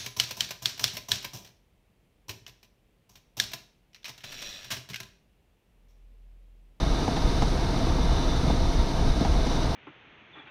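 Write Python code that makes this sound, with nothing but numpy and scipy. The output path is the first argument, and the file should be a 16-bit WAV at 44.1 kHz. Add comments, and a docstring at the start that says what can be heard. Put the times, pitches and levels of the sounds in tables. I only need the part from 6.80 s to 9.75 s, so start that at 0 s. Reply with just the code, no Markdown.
"""A low, buffeting rumble and a steady rush of air fill the closed cockpit of a glider in flight.
Turbulent flow over the canopy excites the resonances of the cabin and hisses through the vent and seals.
Now and then the airframe gives a soft, dull knock that dies away in the damped modes of the hull.
Gusts draw short, hollow booms from the shell, and cloth rustles faintly."""
import sys
import numpy as np
from scipy import signal
from scipy.fft import rfft, irfft
from scipy.io import wavfile
from scipy.ndimage import uniform_filter1d

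SR = 44100
rng = np.random.default_rng(int(sys.argv[2]) if len(sys.argv) > 2 else 0)


def output_pcm(signal):
    """Save a mono or channel-first signal as 16-bit PCM at the path in sys.argv[1].

    Samples are clipped to [-1, 1] before scaling.
    """
    pcm = np.clip(np.atleast_2d(signal).T, -1, 1) * 32767
    wavfile.write(sys.argv[1], SR, np.round(pcm).astype(np.int16))


N = 130095
TIME = np.arange(N) / SR
BIN_HZ = np.arange(N // 2 + 1) * SR / N


def from_db(db):
    """Amplitude grows tenfold for every 20 dB."""
    return 10 ** (np.asarray(db) / 20)


def unit_rms(x):
    """Normalisation to a mean power of 1."""
    return x / np.sqrt(np.mean(x ** 2) + 1e-20)


def coloured_noise(spectrum):
    """Spectral shaping: white noise takes on the given colour, at an rms of 1."""
    hz, db = np.transpose(spectrum)
    gain = from_db(np.interp(np.log(np.maximum(BIN_HZ, 1)), np.log(hz), db))
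    return unit_rms(irfft(rfft(rng.standard_normal(N)) * gain, N))


def drift(corner_hz):
    """Low-pass filtering turns noise into a smooth random fluctuation with an rms of 1."""
    return unit_rms(irfft(rfft(rng.standard_normal(N)) / (1 + (BIN_HZ / corner_hz) ** 2), N))


def blown_resonances(resonances):
    """Forced vibration: each resonator, driven by turbulence of its own, sounds a narrow band of noise."""
    total = np.zeros(N)
    for hz, width, db in resonances:
        radius = np.exp(-np.pi * width / SR)
        feedback = [1, -2 * radius * np.cos(2 * np.pi * hz / SR), radius ** 2]
        tone = signal.lfilter([1, 0, -1], feedback, rng.standard_normal(N + SR))
        octave_band = signal.butter(2, [hz / np.sqrt(2), hz * np.sqrt(2)], "band", fs=SR, output="sos")
        steady_tone = signal.sosfilt(octave_band, tone)[SR:]   # one second to reach steady state
        total += from_db(db) * unit_rms(steady_tone)
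    return total


def hull_rumble():
    """Buffeting: unsteady pressure on the hull makes low noise that swells and sinks."""
    # Each row: time in seconds, level of the rumble in dB.
    buffeting = [(0, -25.5), (.13, -22), (.18, -31), (.23, -27.5), (.29, -45), (.46, -18.5), (.53, -29),
                 (.58, -22.5), (.98, -28.5), (1.02, -24), (1.27, -24), (1.31, -19), (1.43, -27),
                 (1.49, -21.5), (1.54, -27), (1.88, -21), (1.93, -24), (2.0, -18), (2.07, -31), (2.3, -18),
                 (2.35, -26), (2.45, -30), (2.5, -20), (2.61, -21.5), (2.65, -25.5), (2.88, -25),
                 (2.95, -39)]
    # Each row: frequency in Hz, relative spectral density of the rumble in dB.
    spectrum = [(8, -41), (16, -7.5), (28, 5), (46, 0), (68, -4), (82, -17.5), (120, -49), (300, -71),
                (2000, -130)]
    noise = coloured_noise(spectrum)
    local_power = uniform_filter1d(uniform_filter1d(noise ** 2, size=1800), size=1800)
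    even_noise = noise / np.sqrt(local_power + 1e-9)
    return even_noise * from_db(np.interp(TIME, *np.transpose(buffeting)))


def canopy_rush(turbulence, flutter_db=0.44):
    """Broadband excitation: flow over the canopy roars and drives the modes of cabin air and shell."""
    # Each row: frequency in Hz, relative spectral density of the rush in dB.
    spectrum = [(40, -3.5), (90, 0), (150, -2), (215, -9), (310, -4.5), (390, -9), (490, -9.5), (560, -20),
                (640, -9), (760, -14.5), (900, -17), (1080, -16), (1450, -23.5), (1800, -26.5), (2600, -34),
                (4000, -31.5), (9000, -63)]
    # Each row: frequency of a cabin mode in Hz, bandwidth in Hz, rms level in dB before swell and flutter.
    cabin_modes = [(125.8, 13.5, -41), (168, 16.7, -39), (263, 23, -39), (419, 12, -54), (512, 12.5, -49),
                   (675.4, 53, -42.5), (878, 23, -48.5), (935.6, 15, -46.5), (1116, 30, -62),
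                   (1244, 23, -51), (1359, 47, -55), (1575, 67, -53), (2157, 70, -55)]
    # Each row: time in seconds, gain of the slow swell in dB.
    swell = [(0, 1.1), (.6, 0.27), (1.3, 1), (2.1, -0.35), (2.45, 0.5), (2.8, 1.1)]
    rush = from_db(-30) * coloured_noise(spectrum) + blown_resonances(cabin_modes)
    gain_db = np.interp(TIME, *np.transpose(swell)) + flutter_db * turbulence
    return rush * from_db(gain_db)


def vent_hiss(turbulence, flutter_db=0.35, waver_db=1.8):
    """Flow noise: air hisses through vent and seals, and the vent gap resonates in a breathy whistle."""
    # Each row: frequency in Hz, relative spectral density of the hiss in dB.
    spectrum = [(900, -10), (2000, -5), (3350, -7.5), (3750, -0.8), (4500, -1.5), (5500, -4.5), (6100, -6),
                (6800, -16), (7650, -22.5), (8700, -16.5), (10200, -20.5), (11600, -27.5), (13300, -27),
                (15000, -36)]
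    # Each row: frequency of a gap resonance in Hz, bandwidth in Hz, rms level in dB before modulation.
    gap_modes = [(2946, 89, -57.5), (3568, 36, -50.5), (3745, 98, -51), (3956, 74, -52.5), (5810, 150, -55),
                 (6070, 31, -60.5), (6050, 170, -64), (8200, 120, -73.5)]
    # Each row: time in seconds, gain in dB as the flow through the vent slowly swells.
    swell = [(0, -0.5), (.6, 0.85), (1.2, -0.5), (1.7, 0.15), (2.15, -0.5), (2.55, 0), (2.95, 0)]
    hiss = from_db(-41.5) * coloured_noise(spectrum)
    whistle = blown_resonances(gap_modes) * from_db(waver_db * drift(corner_hz=6))
    gain_db = np.interp(TIME, *np.transpose(swell)) + flutter_db * turbulence
    return (hiss + whistle) * from_db(gain_db)


def damped_mode(force, hz, t60):
    """Damped oscillator: an impulse starts a sine that falls by 60 dB in t60 seconds."""
    radius = np.exp(-np.log(1000) / (t60 * SR))
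    angle = 2 * np.pi * hz / SR
    return signal.lfilter([0, np.sin(angle)], [1, -2 * radius * np.cos(angle), radius ** 2], force + 1e-18)


def airframe_knocks():
    """Impact excitation: contact, rebound and chatter ring the hull's modes, with a thud and a tick."""
    # Each row: start of a knock in seconds, then gains in dB of its force, low thud and bright tick.
    knocks = [(.278, -14, -18, -40), (.367, -15, -19, -35), (.621, -13, -15.5, -32.5),
              (1.067, -24, -26, -43), (1.183, -23, -17.5, -46), (1.290, -21.5, -27, -48),
              (1.351, -23, -30, -50), (1.698, -18, -12.5, -46), (1.852, -22.5, -26, -43),
              (2.448, -16.5, -16.5, -34.5), (2.552, -24, -17, -45), (2.665, -20.5, -18, -42)]
    # Each row: frequency of a hull mode in Hz, gain in dB, time to decay by 60 dB in seconds.
    hull_modes = [(300, -9, .04), (440, -9, .03), (700, -4, .026), (815, 0, .026), (945, -2.5, .022),
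                  (1240, -17, .02), (2300, -21, .012)]
    # Each row: frequency in Hz, relative spectral density of the tick in dB.
    tick_spectrum = [(600, -25), (1500, 2), (3000, -4), (6000, -9), (7500, -19), (14000, -50)]
    contact_s, chatter_decay_s, tick_decay_s = 0.00026, 0.006, 0.009
    rebound_db, chatter_db = -5, -8
    thud_lag_s = 0.00708   # the shell flexes just after the contact
    force, flex, tick_envelope = np.zeros((3, N))
    for start, force_db, thud_db, tick_db in knocks:
        age, begun = np.maximum(TIME - start, 0), TIME >= start
        contact = age * np.exp(-2 * age / contact_s)
        contact /= contact.sum()
        rebound_lag_s = 0.00709 * rng.uniform(0.716, 1.288)
        rebound = from_db(rebound_db) * np.roll(contact, int(rebound_lag_s * SR))
        chatter = begun * np.exp(-age / chatter_decay_s) * rng.standard_normal(N)
        chatter *= from_db(chatter_db) / np.sqrt(np.sum(chatter ** 2))
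        force += from_db(force_db) * (contact + rebound + chatter)
        flex[int((start + thud_lag_s) * SR)] += from_db(thud_db)
        tick_envelope += from_db(tick_db) * begun * np.exp(-age / tick_decay_s)
    ringing = sum((-1) ** k * from_db(db) * damped_mode(force, hz, t60)   # modes alternate in sign
                  for k, (hz, db, t60) in enumerate(hull_modes))
    thud = damped_mode(flex, hz=230, t60=0.034)
    soft_contact = signal.butter(2, 3500, fs=SR, output="sos")   # a soft contact passes little treble
    ticks = tick_envelope * coloured_noise(tick_spectrum)
    return signal.sosfilt(soft_contact, ringing + thud) + ticks


def bursts(crests):
    """Gaussian envelopes: the gain rises and falls in a bell shape around each crest."""
    return sum(from_db(db) * np.exp(-2 * ((TIME - crest) / width) ** 2) for crest, width, db in crests)


def gust_booms():
    """Forced response: gusts press on the shell, which answers with a short, hollow boom."""
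    # Each row: time of a gust's crest in seconds, width in seconds, level at the crest in dB.
    gusts = [(.578, .05, -32.5), (1.03, 0.12, -29.5), (1.69, 0.084, -26), (2.17, 0.092, -28.5),
             (2.413, 0.018, -25)]
    # Each row: frequency in Hz, relative spectral density of the boom in dB.
    spectrum = [(60, -37), (120, 6.5), (190, 2.5), (290, -3), (420, -17.5), (700, -13), (1100, -39),
                (3000, -59)]
    return bursts(gusts) * coloured_noise(spectrum)


def cloth_rustles(crinkle_db=3):
    """Friction noise: cloth brushes faintly, made crinkly by fast random amplitude modulation."""
    # Each row: time of a brush's crest in seconds, width in seconds, level at the crest in dB.
    brushes = [(.628, .025, -46), (.675, .04, -55), (.99, 0.014, -45), (2.68, 0.034, -45.5),
               (2.75, 0.047, -46), (2.84, 0.015, -52)]
    # Each row: frequency in Hz, relative spectral density of the rustle in dB.
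    spectrum = [(1500, -20), (4000, 1), (6000, 7), (7500, -10.5), (10000, -14), (14000, -34)]
    crinkle = coloured_noise(spectrum) * from_db(crinkle_db * drift(corner_hz=140))
    return bursts(brushes) * unit_rms(crinkle)


def scene():
    """Superposition: all sources add at one point beside the pilot."""
    rumble = hull_rumble()
    turbulence = drift(corner_hz=27)   # rush and hiss flutter together
    airflow = canopy_rush(turbulence) + vent_hiss(turbulence)
    return (rumble + airflow + airframe_knocks() + gust_booms() + cloth_rustles())[None]


def record(dry):
    """Band limiting: a steep low-pass filter removes the highest treble."""
    cutoff_hz = 15100
    return signal.sosfilt(signal.ellip(12, .1, 80, cutoff_hz, fs=SR, output="sos"), dry)


dry = scene()
out = record(dry)
output_pcm(out)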